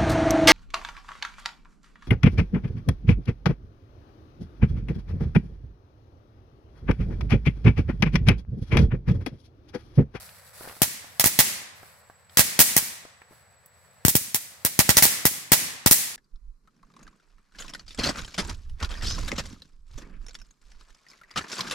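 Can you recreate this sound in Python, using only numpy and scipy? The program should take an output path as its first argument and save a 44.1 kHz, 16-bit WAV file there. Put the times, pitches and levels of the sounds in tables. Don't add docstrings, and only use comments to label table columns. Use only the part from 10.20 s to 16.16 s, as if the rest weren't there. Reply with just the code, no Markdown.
import sys
import numpy as np
from scipy import signal
from scipy.fft import rfft, irfft
from scipy.io import wavfile
from scipy.ndimage import map_coordinates

SR = 44100
rng = np.random.default_rng(int(sys.argv[2]) if len(sys.argv) > 2 else 0)


def generate_wav(signal):
    frames = np.transpose(np.atleast_2d(signal))
    scaled = np.clip(frames, -1, 1) * 32767
    pcm = np.round(scaled).astype(np.int16)
    wavfile.write(sys.argv[1], SR, pcm)


N = 262836


def amp(db):
    return 10 ** (np.asarray(db) / 20)


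def unit(x):
    return x / np.sqrt(np.mean(x ** 2) + 1e-20)


def along(points, hz):
    f, value = np.transpose(points)
    return np.interp(np.log(hz + 1), np.log(f), value)


def wobble(rate):
    knots = rng.standard_normal(int(N * rate / SR) + 4)
    return map_coordinates(knots, [np.arange(N) * rate / SR])


def add(track, s, sound):
    start = max(round(s * SR), 0)
    part = track[..., start:start + sound.shape[-1]]
    part += sound[..., :part.shape[-1]]


def coloured(x, points, size=4096):
    gain = unit(amp(along(points, np.fft.rfftfreq(size, 1 / SR))))
    cepstrum = irfft(np.log(gain + 1e-6))
    cepstrum[1:size // 2] *= 2
    cepstrum[size // 2 + 1:] = 0
    response = irfft(np.exp(rfft(cepstrum)))
    return signal.fftconvolve(x, response[None], axes=1)[:, :x.shape[1]]


def passed(x, hz, kind, order=2):
    edge = np.clip(hz, 5, SR / 2 - 100)
    return signal.sosfilt(signal.butter(order, edge, kind, fs=SR, output="sos"), x)


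def pair(count, alike):
    share = np.clip(alike, 0, 1)
    common = np.sqrt(share) * rng.standard_normal(count)
    return common + np.sqrt(1 - share) * rng.standard_normal((2, count))


def fuller(x, body_db, edge_hz=4200):
    return x + (amp(body_db) - 1) * passed(x, edge_hz, "low", order=1)


def sided(left_db):
    return unit(amp(np.array([[left_db], [-left_db]]) / 2))


INSECT_HZ, INSECT_DRIFT_HZ = 7790, 29.7


def insect(level_db=-66, rasp_db=0, width_hz=55):
    hz = INSECT_HZ + INSECT_DRIFT_HZ * wobble(1.5) + 20 * wobble(20)
    phase = 2 * np.pi * np.cumsum(hz) / SR + np.array([[0], [1]])
    rasp = unit(passed(pair(N, alike=0.28), width_hz, "low"))
    trill = np.sin(phase) + amp(rasp_db) * rasp * np.cos(phase + np.pi / 6)
    return amp(level_db) * unit(trill)


# start t/s, length t/s, hiss level/dB
HISS_SWELLS = [(-0.1, 0.091, -43.5), (0.09, 0.51, -56), (0.322, 0.17, -46), (0.801, 0.23, -55),
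               (1.538, 0.16, -56), (2.09, 0.1, -57.5), (3.076, 0.068, -63), (3.542, 0.47, -68.5),
               (4.293, 0.74, -56.5)]
FLARE_RISE_S, FLARE_FALL_S = 0.021, 0.12
IDLE_DB = -73.5


def swelling_hiss_db():
    t = np.arange(N) / SR
    power = amp(IDLE_DB) ** 2
    for start, length, db in HISS_SWELLS:
        rise = 1 - np.exp(-np.maximum(t - start, 0) / FLARE_RISE_S)
        fall = np.exp(-np.maximum(t - start - length, 0) / FLARE_FALL_S)
        power = power + (amp(db) * rise * fall) ** 2
    return 10 * np.log10(power)


# f/Hz, level/dB per Hz
JET_SPECTRUM = [(300, -24), (1500, -0.5), (2300, -4), (3200, -6.5), (4500, -0.5), (6500, -5.5), (10500, 0),
                (14000, -3), (16000, -7.5)]
# f/Hz, level/dB per Hz
ROAR_SPECTRUM = [(25, -30.5), (45, -29.5), (85, -5), (140, -11.5), (210, -17.5), (300, -36), (390, -24),
                 (520, -13.5), (900, -18), (1900, -17.5), (3200, -30.5), (4500, -27.5), (7000, -41),
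                 (12000, -58)]
ROAR_DB, ROAR_FOLLOWS = -61, 0.27


def flame(sizzle_db=2.5, flutter_db=0.5):
    hiss_db = swelling_hiss_db()
    waver_db = 1.2 * wobble(25)
    sizzle = pair(N, alike=0.074) * amp(sizzle_db * wobble(1000))
    hiss = unit(coloured(sizzle, JET_SPECTRUM)) * amp(hiss_db + waver_db)
    roar_db = ROAR_DB + ROAR_FOLLOWS * (hiss_db - IDLE_DB)
    rumble = unit(coloured(pair(N, alike=0.49), ROAR_SPECTRUM))
    return hiss + rumble * amp(roar_db + flutter_db * wobble(26.0))


# f/Hz, level/dB per Hz
YARD_SPECTRUM = [(30, -26.5), (80, -8), (170, -2), (260, -4), (370, -8.5), (800, -12.5), (1400, -11),
                 (1950, -0.5), (3000, -3.5), (4500, 0.5), (8000, 6), (11000, 7), (16000, 5)]
# f/Hz, time to fall 60 dB t/s
YARD_FADE = [(100, 0.75), (400, 0.65), (1000, 1.32), (2000, 0.84), (4000, 0.69), (8000, 0.51),
             (15000, 0.36)]


def yard(level_db=-4.5, growth=1.284, swell_s=0.054, body_share=0.88):
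    out = np.zeros((2, N))
    for s, db, body_db, _, _ in STAR_BURSTS:
        hz, t, bands = signal.stft(pair(SR, alike=0.033), SR, nperseg=256)
        t60 = along(YARD_FADE, hz)[:, None]
        fade = amp(-60 * t / t60) * (1 - np.exp(-t / swell_s))
        tail = signal.istft(bands * fade, SR, nperseg=256)[1]
        add(out, s, amp(level_db + growth * db) * fuller(tail, body_share * body_db))
    return coloured(out, YARD_SPECTRUM)


# delay t/s, level/dB
FAR_RETURNS = [(0.011, -21.5), (.058, -26.5), (0.097, -32.5), (.124, -29), (0.161, -43)]


def far_echoes(thump, level_db=2, dull_hz=230, smear_s=0.023):
    answer = np.zeros((2, SR // 4))
    t = np.arange(SR // 20) / SR
    for delay, db in FAR_RETURNS:
        smear = pair(len(t), alike=0.41) * amp(-60 * t / smear_s)
        add(answer, delay, amp(db + level_db) * smear / np.linalg.norm(smear[0]))
    return signal.fftconvolve(passed(thump, dull_hz, "low"), answer, axes=1)[:, :N]


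# start t/s, length t/s, relative level/dB of a usual pop
SPUTTER_FITS = [(0.417, 0.05, -37.5), (0.476, 0.05, -34.5), (3.108, 0.03, -44)]
FIT_POPS_PER_S, FIT_PITCH_HZ = 130, 620
FIT_SPREAD_OCT, FIT_SPREAD_DB = 0.69, 2.5


def fit_pops(count=32):
    pops = []
    for start, length, db in SPUTTER_FITS:
        for k, (late, strong, high) in enumerate(rng.standard_normal((count, 3))):
            if k < length * FIT_POPS_PER_S:
                s = start + (k + late / 2) / FIT_POPS_PER_S
                hz = FIT_PITCH_HZ * 2 ** (FIT_SPREAD_OCT * high)
                pops.append((s, db + FIT_SPREAD_DB * strong, hz))
    return pops


# t/s, relative level/dB, pitch f/Hz
SINGLE_SPUTTERS = [(0.091, -37, 1900), (0.409, -29, 580), (0.475, -26.5, 635), (0.566, -35, 750),
                   (0.844, -35.5, 600), (1.631, -33, 656), (1.899, -34.5, 700), (2.096, -40.5, 2010),
                   (2.852, -33, 540), (3.018, -36, 997), (3.46, -34.5, 17100)]


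def sputters(level_db=-9, snap_db=6, t60=0.023, tail_db=-17, tail_s=0.17,
             low_ratio=.5, top_ratio=2.5, fizz_db=-15, fizz_hz=3500):
    out = np.zeros((2, N))
    t = np.arange(SR // 6) / SR
    fade = amp(-60 * t / t60) + amp(tail_db - 60 * t / tail_s)
    for s, db, hz in SINGLE_SPUTTERS + fit_pops():
        snap = -np.sin(2 * np.pi * hz * t) * np.exp(1 / 2 - 2 * hz * t)
        puff = passed(pair(len(t), alike=0.29), low_ratio * hz, "high", order=3)
        puff = unit(passed(puff, top_ratio * hz, "low", order=6))
        fizz = unit(passed(pair(len(t), alike=.1), fizz_hz, "high"))
        pop = amp(snap_db) * snap + fade * (puff + amp(fizz_db) * fizz)
        add(out, s, amp(db + level_db) * pop)
    return out


USUAL_THUMP_DB, BOOM_DB, BOOM_GROWTH = -21, -23, 1.1
USUAL_CRACK_DB, BOOM_LOSS = -12, 0.95


def booms(start_hz=135, end_hz=55, sink_s=0.011, t60=0.065, rise_s=0.00018, right_turn=1.0, low_hz=42):
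    out = np.zeros((2, N))
    t = np.arange(SR // 8) / SR
    sinking_hz = end_hz + (start_hz - end_hz) * np.exp(-t / sink_s)
    turn = 2 * np.pi * np.cumsum(sinking_hz) / SR
    for s, db, _, thump_db, left_db in STAR_BURSTS:
        boom_db = BOOM_DB - BOOM_LOSS * (db - USUAL_CRACK_DB) + BOOM_GROWTH * (thump_db - USUAL_THUMP_DB)
        detune = np.exp(.12 * rng.standard_normal((2, 1)))
        swing = np.sin(turn * detune + [[0], [right_turn]])
        envelope = amp(boom_db - 60 * t / t60) * (1 - np.exp(-t / rise_s))
        add(out, s, -envelope * swing * sided(left_db))
    return passed(out, low_hz, "high")


def thumps(level_db=14, push_ms=1.9, growth=.3, suck_ms=1.54, suck_db=-9, late_ms=.5, low_hz=95):
    out = np.zeros((2, N))
    ms = np.arange(SR // 12) / SR * 1000
    for s, _, _, thump_db, left_db in STAR_BURSTS:
        age = ms - late_ms * np.abs(rng.standard_normal((2, 1)))
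        u = np.abs(age) / (push_ms * amp(growth * (thump_db - USUAL_THUMP_DB)))
        pulse = (age >= 0) * (1 - u) * np.exp(-u)
        push = amp(thump_db + level_db) * sided(left_db) * pulse
        add(out, s, push)
        add(out, s + suck_ms / 1000, -push * amp(suck_db))
    return passed(out, low_hz, "high")


# t/s, relative crack level/dB, body level/dB (fullness of the middle),
# relative thump level/dB, thump left-minus-right level/dB
STAR_BURSTS = [(0.618, -12.5, 5, -17, 22), (0.9964, -14, 5, -32.5, 8), (1.0408, -14, 4.5, -23, -12),
               (1.0582, -12, 2, -24, 10.5), (1.1894, -7, 5.5, -18, 12), (2.1712, -12, 6.5, -28, -9),
               (2.1927, -9.5, 5.5, -16.5, -13), (2.3905, -8.5, 5, -19, -9), (2.402, -5, -1, -17.5, -11),
               (2.5653, -10, 0.5, -21.5, -5), (3.8501, -16, 2.5, -14, 6.5), (3.8818, -11.5, -6.5, -22, 0.5),
               (3.953, -11.5, -5, -17, -1), (4.1451, -16, -0.5, -32.5, 12), (4.449, -14.5, 2, -26, 1),
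               (4.5904, -12.5, 9, -15, 15.5), (4.6913, -13.5, 10, -15.5, 6.5),
               (4.7688, -8.5, 7.5, -20.5, 4), (4.8239, -5.5, 2, -24.5, 6), (4.8523, -14, 0, -24, -19),
               (5.0532, -10, 1, -16.5, -7), (5.3186, -7, 6.5, -15, -1.5), (5.661, -12, 6, -15.5, 11),
               (5.711, -3.5, -4.5, -19.5, 7)]
# delay t/ms, relative level/dB
SHARP_RETURNS = [(0, -5.5), (1.45, 6.5), (8.8, -7), (12.3, -9)]
# delay t/ms, relative level/dB, time to fall 60 dB t/ms
SCATTER_CLOUDS = [(2.1, 5, 12.3), (7.4, -3, 10), (11.6, -0.5, 78.4), (5.4, -4, 103)]
# f/Hz, level/dB per Hz
CRACK_SPECTRUM = [(30, -34.5), (150, -7.5), (350, -15), (650, -8), (1100, -9), (1500, -9.5), (1950, -4),
                  (2800, -7.5), (4000, -5), (6000, -2.5), (8000, -1), (12000, 0), (16000, 0)]


def cracks(level_db=0, shock_db=15, shock_ms=2.25, same=0.69, spiky_db=3, right_lag_ms=0.28,
           right_body_db=2.5):
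    out = np.zeros((2, N))
    count = SR // 8
    age = np.arange(count) / SR * 1000 - np.array([[0], [right_lag_ms]])
    surroundings = pair(count, alike=0.081)
    share = np.clip(same, 0, 1)
    power = 0
    for delay, level, t60 in SCATTER_CLOUDS:
        power = power + (age >= delay) * amp(level - 60 * np.abs(age - delay) / t60) ** 2
    shock_fade = (age >= 0) * amp(shock_db - 60 * np.abs(age) / shock_ms)
    for s, db, body_db, _, _ in STAR_BURSTS:
        steps = np.repeat(rng.standard_normal((2, count)), 8, axis=1)[:, :count]
        glints = unit(amp(spiky_db * steps))
        grain = np.sqrt(share) * surroundings + np.sqrt(1 - share) * pair(count, alike=0.035)
        crack = np.sqrt(power) * glints * grain
        shock = passed(pair(count, alike=0.49), 360, "high", order=1) * shock_fade
        for delay, path_db in SHARP_RETURNS:
            varied_ms = delay * (1 + .03 * rng.normal())
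            add(crack, varied_ms / 1000, amp(path_db) * shock)
        side_body_db = body_db + np.array([[-right_body_db], [right_body_db]]) / 2
        add(out, s, amp(db + level_db) * fuller(crack, side_body_db))
    return coloured(out, CRACK_SPECTRUM)


def scene(boom_echo_db=-9, crack_left_db=-0.75):
    thump, boom = thumps(), booms()
    echoed = np.mean(thump + amp(boom_echo_db) * boom, axis=0, keepdims=True)
    background = insect() + flame() + yard() + far_echoes(echoed)
    return background + sputters() + boom + thump + cracks() * sided(crack_left_db)


TOP_HZ = 15900


def record(dry, top=0.89, hardness=5):
    clipped = dry / (1 + np.abs(dry / top) ** hardness) ** (1 / hardness)
    low_pass = signal.firwin(201, TOP_HZ, fs=SR, window="blackman")
    return signal.fftconvolve(clipped, low_pass[None], mode="same", axes=1)


dry = scene()
out = record(dry)
generate_wav(out)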